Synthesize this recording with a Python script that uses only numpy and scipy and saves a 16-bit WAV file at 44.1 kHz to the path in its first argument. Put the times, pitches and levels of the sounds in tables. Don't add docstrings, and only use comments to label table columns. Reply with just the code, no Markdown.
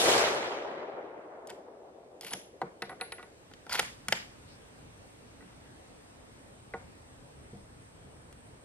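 import sys
import numpy as np
from scipy import signal
from scipy.fft import rfft, irfft
from scipy.io import wavfile
from scipy.ndimage import uniform_filter1d

SR = 44100
rng = np.random.default_rng(int(sys.argv[2]) if len(sys.argv) > 2 else 0)


def digitize_waveform(pressure):
    field = np.atleast_2d(pressure).T
    bounded = np.clip(field, -1, 1)
    quanta = np.round(bounded * 32767).astype(np.int16)
    wavfile.write(sys.argv[1], SR, quanta)


N = 381134
FRAME, HOP = 512, 128
HZ = np.fft.rfftfreq(FRAME, 1 / SR)


def gain_of(db):
    return 10 ** (np.asarray(db) / 20)


def read(points, hz):
    f, value = np.transpose(points)
    return np.interp(np.log(hz + 1), np.log(f + 1), value)


def evened(x):
    return x / np.sqrt(np.mean(x ** 2) + 1e-20)


def patches(shape, frames, bins):
    noise = rng.standard_normal(shape)
    return evened(uniform_filter1d(uniform_filter1d(noise, frames, axis=1), bins, axis=0))


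def add(mix, s, sound):
    part = mix[:, round(s * SR):][:, :sound.shape[-1]]
    part += sound[..., :part.shape[1]]


def spectrogram(x):
    return signal.stft(x, nperseg=FRAME, noverlap=FRAME - HOP)[2]


def shaped(pair, field_db, width):
    z = spectrogram(pair)
    t = np.arange(z.shape[-1]) * HOP / SR
    sum_and_difference = np.array([np.ones(len(HZ)), gain_of(read(width, HZ))])
    z = z * gain_of(field_db(t)) * sum_and_difference[:, :, None]
    return signal.istft(z, nperseg=FRAME, noverlap=FRAME - HOP)[1][:, :pair.shape[1]]


def unit_db(spectrum_db):
    return spectrum_db - 10 * np.log10(np.mean(gain_of(spectrum_db) ** 2, axis=0))


def bandpass(order, low_hz, high_hz, x):
    return signal.sosfilt(signal.butter(order, [low_hz, high_hz], "bandpass", fs=SR, output="sos"), x)


def favoured(modes, struck_hz, db_per_octave):
    return [(hz, db - db_per_octave * abs(np.log2(hz / struck_hz)), t60) for hz, db, t60 in modes]


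TOGETHER = .75


def ring(modes, length, count=1, spread_db=1.0, band=0.024, chatter=0.0017, chatter_db=-16, rise=0.0004,
         swell=0.01):
    hz, db, t60 = np.repeat(modes, count, axis=0).T[:, :, None]
    size = (len(hz), 1)
    strength, place = rng.standard_normal(size), rng.random(size)
    sign = np.where(rng.random(size) < TOGETHER, 1, -1)
    place = 2 * (np.arange(len(hz))[:, None] % count + place) / count - 1
    t = np.arange(round(t60.max() * length * SR) + 400) / SR
    build_up = 1 - np.exp(-t * hz / swell)
    decay = gain_of(db + spread_db * strength - 60 * t / (t60 * length))
    x = (sign * build_up * decay * np.sin(2 * np.pi * hz * (1 + band * place) * t)).sum(0)
    contacts = gain_of(chatter_db) * rng.standard_normal(400) * np.exp(-t[:400] / chatter)
    x = x + np.convolve(x, contacts)[:len(t)]
    x = x * (1 - np.exp(-t / rise))
    return x / abs(x).max()


# f/Hz, relative level/dB per Hz
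RUMBLE = [(12, -30), (20, -10), (70, 2), (185, -19), (300, -4.5), (326, -19), (452, -13), (648, -19.5),
          (1200, -26), (1560, -32.5), (2640, -120)]
LEAVES = [(700, 0), (1030, -3.5), (1170, -5.5), (1640, -3), (7400, -16), (9200, -19.5), (12500, -22.5),
          (13500, -31), (15700, -53)]
INSECTS = [(7300, -48), (7700, -6), (8150, -0.5), (8420, 5), (8850, -3.5), (9050, -36.5)]
# full level/dB, starts lower by/dB, later drift/dB per s, patchiness/dB
LAYERS = [(-55, 20, 0.01, 1.5), (-62, 16, -0.66, 1.3), (-75, 19, 0.56, 1.5)]
# f/Hz, difference over sum/dB
WOOD_WIDTH = [(60, -21.5), (110, -11.5), (200, -2), (360, -3), (670, 0.5), (1210, 2.5), (2210, 3.5),
              (4040, 3.5), (7370, 6.5), (13400, 5.5)]
SWELL_FROM_S, SWELL_TO_S = 0.6, 3.87
BASS_SWELL_AT_S, BASS_SWELL_SPREAD_S, BASS_SWELL_DB = 7.7, 0.72, 4.1


def background():
    out = np.zeros((2, N))
    for shape, (full_db, lower_db, drift_db, patchy_db) in zip((RUMBLE, LEAVES, INSECTS), LAYERS):
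        def field_db(t):
            held_down = np.clip((SWELL_TO_S - t) / (SWELL_TO_S - SWELL_FROM_S), 0, 1)
            level_db = full_db - lower_db * held_down ** 0.82 + drift_db * np.maximum(t - SWELL_TO_S, 0)
            bump = np.exp(-((t - BASS_SWELL_AT_S) / BASS_SWELL_SPREAD_S) ** 2)
            swell_db = BASS_SWELL_DB * bump * (HZ[:, None] < 130)
            uneven_db = patchy_db * patches((len(HZ), len(t)), 30, 4)
            return unit_db(read(shape, HZ))[:, None] + swell_db + level_db + uneven_db
        out += shaped(rng.standard_normal((2, N)), field_db, WOOD_WIDTH)
    return out


# start t/s, length/s, first f/Hz, last f/Hz, width/Hz, level/dB
SWISH = (4.45, 0.13, 3700, 5200, 1500, -66.5)


def swish():
    start, length, first_hz, last_hz, width, db = SWISH

    def field_db(t):
        u = np.clip((t - start) / length, 0, 1)
        centre_hz = first_hz + (last_hz - first_hz) * u
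        band_db = -20 * np.log10(1 + ((HZ[:, None] - centre_hz) / (width / 2)) ** 2)
        return unit_db(band_db) + db + 20 * np.log10(np.sin(np.pi * u) + 1e-6)
    return shaped(rng.standard_normal((2, N)), field_db, WOOD_WIDTH)


# t/s, level/dB
ECHO = [(0.0, -32.5), (0.045, -31.5), (0.105, -27.5), (0.14, -29), (0.18, -28.5), (0.26, -30.5),
        (0.4, -35.5), (1.0, -44.5), (2.1, -55), (3.0, -57), (3.6, -66), (4.2, -88)]
# f/Hz, relative level/dB per Hz
BLAST = [(18, -55), (30, -12), (144, -20), (259, -17.5), (372, -5.5), (654, -3.5), (1040, -10.5),
         (2490, -13.5), (2690, -15), (3050, -13.5), (10200, -23), (13500, -28.5), (14300, -59)]
# f/Hz, relative loss after one second/dB
FADE_BY_PITCH = [(60, 24.5), (200, -1), (500, 1), (1000, 5.5), (2000, 14), (4000, 29), (8000, 47),
                 (14000, 68)]
# f/Hz, difference over sum/dB
ECHO_WIDTH = [(60, -7), (110, -20), (200, -26), (360, -13), (670, -6), (1210, 0), (2210, 2.5), (4040, 4.5),
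              (7370, 5.5), (13400, 5.5)]
# f/Hz, left over right/dB
ECHO_BALANCE = [(60, 0), (110, -1), (200, 1.5), (360, 2.5), (670, 2.5), (1210, 2), (2210, -2.5), (4040, 2),
                (7370, 1.1), (13400, -4)]
# t/s, peak level/dB
SLAPS = [(0.101, -20.5), (0.1652, -15.5), (0.239, -22)]
SURGE_DB = 1.6


def echo():
    s, level_db = np.transpose(ECHO)
    n = round(s[-1] * SR)
    trunk_gain = gain_of(1.0 * np.minimum(rng.exponential(1, n), 4))
    trunks = rng.standard_normal((2, n)) * trunk_gain * (rng.random(n) < 12000 / SR)
    loud = (HZ > 300) & (HZ < 900)

    def field_db(t):
        colour = read(BLAST, HZ)[:, None] - read(FADE_BY_PITCH, HZ)[:, None] * t ** 1.075
        loud_db = 10 * np.log10(np.mean(gain_of(colour) ** 2 * loud[:, None], 0))
        surge_db = SURGE_DB * patches(colour.shape, 9, 14)
        return surge_db + colour - loud_db + np.interp(t, s, level_db)
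    fade_out = np.minimum((n - np.arange(n)) / 8000, 1)
    mid, side = shaped(evened(trunks), field_db, ECHO_WIDTH) * fade_out
    for at, db in SLAPS:
        u = np.arange(-60, 200) / SR / 0.00036
        add(mid[None], at, gain_of(db) * (1 - u ** 2) * np.exp(-u ** 2 / 2))
    balance = gain_of(read(ECHO_BALANCE, np.fft.rfftfreq(n, 1 / SR)))
    side = side + irfft(rfft(mid) * (balance - 1) / (balance + 1), n)
    return np.pad([mid, side], ((0, 0), (0, N - n)))


# f/Hz, t60/s
NEAR_TREES = [(150, 0.86), (600, 0.4), (2000, 0.36), (5000, 0.43), (8000, 0.36), (12000, 0.38)]
# f/Hz, relative level/dB
TREES_COLOUR = [(70, -30), (200, -9), (600, -4), (2000, 1), (5000, 2), (8000, 2.5), (12000, 2), (14000, 0)]
CLUMP_DB = 1.3


def trees(x):
    power = uniform_filter1d(abs(spectrogram(x)) ** 2, size=9, axis=0)

    def field_db(t):
        late = t[:350]
        start_db = np.interp(late, [0, .012, .03], [-40, -6, 0])
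        decay_db = 60 * late / read(NEAR_TREES, HZ)[:, None]
        tail = gain_of(read(TREES_COLOUR, HZ)[:, None] - decay_db + start_db) ** 2
        lingering = abs(signal.fftconvolve(power, tail, axes=1)[:, :len(t)])
        clumps = patches(power.shape, 4, 25)
        return 10 * np.log10(lingering + 1e-20) + CLUMP_DB * clumps
    return shaped(rng.standard_normal((2, N)), field_db, WOOD_WIDTH)


# f/Hz, t60/s before each ring's length factor
BRASS = [(10207, .36), (10160, .3)]
# t/s, first mode level/dB, ring length factor, second mode relative level/dB
RINGS = [(2.2687, -58, 1.0, -5), (2.293, -55, 1.1, -9), (2.308, -40, 0.18, -14), (2.321, -46, 1.1, -8),
         (2.335, -52.5, 1.2, -1), (2.82, -52, 0.4, -13), (2.8937, -54.5, 0.5, -16),
         (3.0093, -43, 0.66, -19), (3.121, -46.5, 0.58, -9), (3.2265, -63.5, 0.55, -12)]


def brass():
    out = np.zeros((2, N))
    next_contacts = [row[0] for row in RINGS[1:]] + [N / SR]
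    for (s, db, length, second_db), until in zip(RINGS, next_contacts):
        t = np.arange(round(min(until - s, .5) * SR)) / SR
        tone = sum(gain_of(mode_db - 60 * t / (t60 * length)) * np.sin(2 * np.pi * (hz * t + rng.random()))
                   for (hz, t60), mode_db in zip(BRASS, (0, second_db)))
        onset = 1 - np.exp(-t / 0.00066)
        stilled = 1 - np.exp((t - t[-1]) / 0.0012)
        add(out, s, gain_of(db) * tone * onset * stilled * [[1], [.9]])
    return out


# f/Hz, relative level/dB, t60/s before the length factor
LEGS = [(141.4, 1, 0.085), (187.3, 1, 0.15), (222, -4.5, 0.11)]
BOOM_LENGTH = 1.75


def boom():
    return ring(LEGS, BOOM_LENGTH, band=0.062, chatter_db=-38, rise=0.0033)


# t/s, tick level/dB, thud level/dB,
# boards ring most near f/Hz, boom level/dB, ring length factor, contact/ms
KNOCKS = [(2.616, -39, -20, 1200, -44, 0.21, 0.64), (2.6193, -59, -25, 702, -41.5, 0.3, 0.62),
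          (2.625, -52, -27, 604, -53, 0.85, 0.93), (2.8208, -28, -28.5, 1000, -45, 1.04, 0.31),
          (2.8943, -43.5, -34, 1200, -56, 0.4, 0.17), (2.905, -63, -36, 1000, -62, 0.49, 0.28),
          (2.9154, -56, -36, 1000, -62, 0.37, 0.47), (2.925, -64, -38, 800, -62.5, 0.59, 0.46),
          (3.0, -60, -42, 1000, -59, 1.1, 0.21), (3.0112, -26.5, -31.5, 1020, -55, 1.2, 0.29),
          (3.121, -32.5, -35.5, 990, -74, 0.84, 0.22), (3.1823, -54, -39.5, 1300, -70, 0.59, 0.19),
          (3.194, -58, -39.5, 1300, -72, 1.3, 0.31), (3.2274, -44, -39, 1400, -79, 1.14, 0.33),
          (5.407, -67, -47, 1400, -64.5, 0.7, 0.36), (5.4235, -61, -48, 1100, -54, 0.62, 0.22),
          (5.5268, -57, -52.5, 1100, -57, 0.92, 0.24), (6.737, -52, -28.5, 1300, -52, 0.2, 0.39),
          (6.7402, -48, -26.5, 775, -50.5, 0.99, 0.66), (7.53, -75, -44.5, 450, -40.5, 0.7, 1.9),
          (7.547, -75, -47.5, 400, -55, 0.6, 1.36)]
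# f/Hz, relative level/dB, t60/s before the length factors
BENCH = [(362, -1, 0.16), (471, 2, 0.16), (590, -12.5, 0.2), (718.6, -1, 0.15), (765.6, 1.5, 0.11),
         (919, -2.5, 0.11), (1103, -0.5, 0.071), (1247, 4.5, 0.047), (1447, -1.5, 0.16), (1510, -8.5, 0.15),
         (1580, -9, 0.071), (1760, -4, 0.072), (1880, -7, 0.043), (1960, 5, 0.083), (2280, -3, 0.057),
         (2680, -4, 0.045), (3250, -2, 0.03)]
TICK = [(1880, -4.5, 0.19), (2520, 4, 0.061), (3460, 4.5, 0.022), (3950, 4, 0.023), (4920, 3, 0.0082),
        (7100, -27, 0.0079), (9800, -13, 0.0049)]
SNAP_S, SNAP_SHARE = 0.00007, 1.06


def bench():
    out = np.zeros((2, N))
    u = np.arange(60) / SR / SNAP_S
    snap = SNAP_SHARE * (1 - u) * np.exp(-u)
    for s, tick_db, thud_db, struck_hz, boom_db, length, contact_ms in KNOCKS:
        push = np.hanning(max(round(contact_ms * SR / 1000), 1) + 2)
        struck = favoured(BENCH, struck_hz, 4)
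        boards = ring(struck, 0.79 * length, band=.015, chatter=0.0095, chatter_db=-29.5, swell=0.54)
        thud = np.convolve(boards, push)
        tick = ring(TICK, 0.59 * length, count=10, band=0.142, chatter=0.004, chatter_db=-25.5)
        for db, sound in ((thud_db, thud / abs(thud).max()), (boom_db, boom()), (tick_db, snap), (tick_db, tick)):
            add(out, s, gain_of(db) * sound)
    return out


# t/s, steel level/dB, steel rings most near f/Hz, crack level/dB, stock level/dB, bench boom level/dB
BOLT = [(1.472, -43, 7000, -43.5, -59, -64), (1.496, -41.5, 2000, -54, -53, -66),
        (1.501, -35.5, 3000, -42, -51, -58), (2.21, -36, 3670, -35, -50, -63),
        (2.2321, -42, 2120, -51, -44, -61), (2.2469, -36, 2600, -40, -66, -53),
        (2.265, -39, 2500, -55, -57, -67), (2.2698, -42, 2580, -48, -60, -61),
        (2.282, -48, 2300, -55, -63, -69), (2.3072, -40, 3300, -50, -55, -76),
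        (2.312, -45, 1250, -55, -57, -65), (2.3277, -37, 3000, -48, -60, -68),
        (2.3338, -25, 2300, -28, -35, -48.5), (2.3365, -30, 1900, -28, -39, -57),
        (3.5132, -50, 1350, -66, -51, -82), (3.536, -43, 2540, -66.5, -57, -66),
        (3.666, -39.5, 1500, -60, -40, -68), (3.694, -37, 1100, -58, -40, -71),
        (3.7213, -27, 1100, -39, -40, -68), (3.7277, -40, 4430, -30, -60, -66),
        (3.744, -28, 2200, -42, -50, -66), (3.7504, -24.5, 3020, -34, -38, -58),
        (3.7535, -21, 1900, -33, -38, -63), (3.7923, -19, 2200, -40, -55, -70),
        (3.7942, -16.5, 1910, -19, -21.5, -43.5), (3.7965, -20.5, 2200, -35, -40, -57),
        (3.7978, -22, 2240, -38, -41, -55), (3.828, -36, 1100, -53, -35.5, -57),
        (4.084, -21.5, 1970, -24.5, -38, -40.5), (4.1236, -11.5, 2080, -25, -20.5, -39),
        (4.126, -19, 2400, -34, -44, -35.5), (8.326, -48, 2500, -50.5, -86, -57)]
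# f/Hz, relative level/dB, t60/s before the length factors
STEEL = [(1446, 0.5, 0.04), (1894, 0.5, 0.032), (2180, -2.5, 0.034), (2910, 0.5, 0.033), (3465, 3.5, 0.022),
         (3840, -33, 0.014), (4660, 3, 0.028), (5280, -1.5, 0.044), (6570, 7.5, 0.013), (7760, -6, 0.063),
         (8900, 0, 0.014), (11200, -4, 0.041)]
STOCK = [(360, -15, 0.37), (503, 4, 0.1), (791, 8, 0.096), (1120, -5.5, 0.13)]


def bolt_blows():
    out = np.zeros((2, N))
    t = np.arange(400) / SR
    for s, steel_db, struck_hz, crack_db, stock_db, boom_db in BOLT:
        crack = bandpass(2, 5000, 11500, rng.standard_normal(400))
        crack = crack * np.exp(-t / .0015) * (1 - np.exp(-t / .0005))
        crack = crack / abs(crack).max()
        steel = ring(favoured(STEEL, struck_hz, 8.0), 0.79, count=6, band=0.0915, chatter_db=-28.0)
        stock = ring(STOCK, 0.63, count=4, band=0.159, chatter=0.0013, chatter_db=-39.0)
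        for db, sound in ((steel_db, steel), (stock_db, stock), (crack_db, crack), (boom_db, boom())):
            add(out, s, gain_of(db) * sound)
    return out


# start t/s, length/s, time to reach the last level/s, first level/dB, last level/dB,
# brightness/dB per octave, sings near f/Hz
SLIDES = [(1.485, 0.029, 0.012, -60, -53, -3, 2300), (2.216, 0.071, 0.04, -56.5, -55, 4.5, 2880),
          (2.266, 0.03, 0.025, -42, -54, 5.5, 2535), (2.288, 0.016, 0.014, -56, -58, 6, 4500),
          (2.314, 0.04, 0.019, -43, -54, -5, 1200), (3.694, 0.027, 0.025, -44, -45, 0, 4870),
          (3.724, 0.0186, 0.012, -31.5, -37, 1.5, 4550), (3.745, 0.042, 0.03, -36, -41, 1, 2220),
          (3.787, 0.0049, 0.007, -42, -32, -3, 2280)]
# f/Hz, width/Hz, relative level/dB
RASP = [(925, 100, 10.5), (1490, 250, 1.5), (2290, 470, 2), (3240, 280, -2), (4320, 210, 0),
        (5570, 230, -7), (11070, 820, -14)]
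SING_WIDTH_HZ, SING_DB = 520, -6
SLIDE_START_S, SLIDE_STOP_S = 0.0014, 0.015


def bolt_slides():
    out = np.zeros((2, N))
    resonances = sum(gain_of(db) ** 2 / (1 + ((HZ - f) / (width / 2)) ** 2) for f, width, db in RASP)
    body_db = 10 * np.log10(resonances + 0.0063)
    for s, length, reach, first_db, last_db, tilt_db, sing_hz in SLIDES:
        n = round(length * SR) + 1024
        t = np.arange(n) / SR
        catches = gain_of(3.3 * np.minimum(rng.exponential(1, n), 3)) * (rng.random(n) < 450 / SR)
        grip = np.convolve(catches, np.exp(-np.arange(300) / SR / .0008))[:n]
        slips = rng.standard_normal(n) * (0.6 + grip)
        colour = unit_db(body_db + np.log2(HZ / 2000 + 0.5) * tilt_db)[:, None]
        pair = evened(slips)[None] * [[1], [1.1]]
        hiss = shaped(pair, lambda frames: colour + 0 * frames, [(20, 0), (20000, 0)])
        half = SING_WIDTH_HZ / 2
        sing = bandpass(1, sing_hz - half, sing_hz + half, rng.standard_normal(n))
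        hiss = hiss + gain_of(SING_DB) * evened(sing)
        stop_db = 60 * np.maximum(t - length, 0) / SLIDE_STOP_S
        stroke_db = np.interp(t, [0, reach], [first_db, last_db]) - stop_db
        add(out, s, hiss * gain_of(stroke_db) * np.minimum(t / SLIDE_START_S, 1))
    return out


# f/Hz, gain of the difference/dB
PORTS = [(60, -9), (110, -26), (200, -30), (360, -22), (670, -17), (1210, -11), (2210, -6), (4040, 1.5),
         (7370, 1), (13400, 7)]


def ports(near):
    hz = np.fft.rfftfreq(N, 1 / SR)
    return np.array([near[0], irfft(rfft(near[1]) * 1j * gain_of(read(PORTS, hz)), N)])


KNOCK_RETURN_DB = -2.5
TREES_DB = 5.0


def scene():
    no_deep_bass = signal.butter(2, 110, "highpass", fs=SR, output="sos")
    steel, wood = signal.sosfilt(no_deep_bass, [bolt_blows() + bolt_slides(), bench()])
    near = ports(steel + wood + brass())
    returns = gain_of(TREES_DB) * trees(steel[0] + gain_of(KNOCK_RETURN_DB) * wood[0])
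    mid, side = background() + swish() + echo() + returns + near
    return np.array([mid + side, mid - side])


EDGE_HZ = 15700


def record(dry):
    soft = signal.sosfilt(signal.butter(8, 13600, fs=SR, output="sos"), dry)
    soft = signal.sosfilt(signal.butter(2, 38, "highpass", fs=SR, output="sos"), soft)
    edge = signal.firwin(511, EDGE_HZ, window=("kaiser", 9), fs=SR)
    return signal.oaconvolve(soft, edge[None], "same")


dry = scene()
out = record(dry)
digitize_waveform(out)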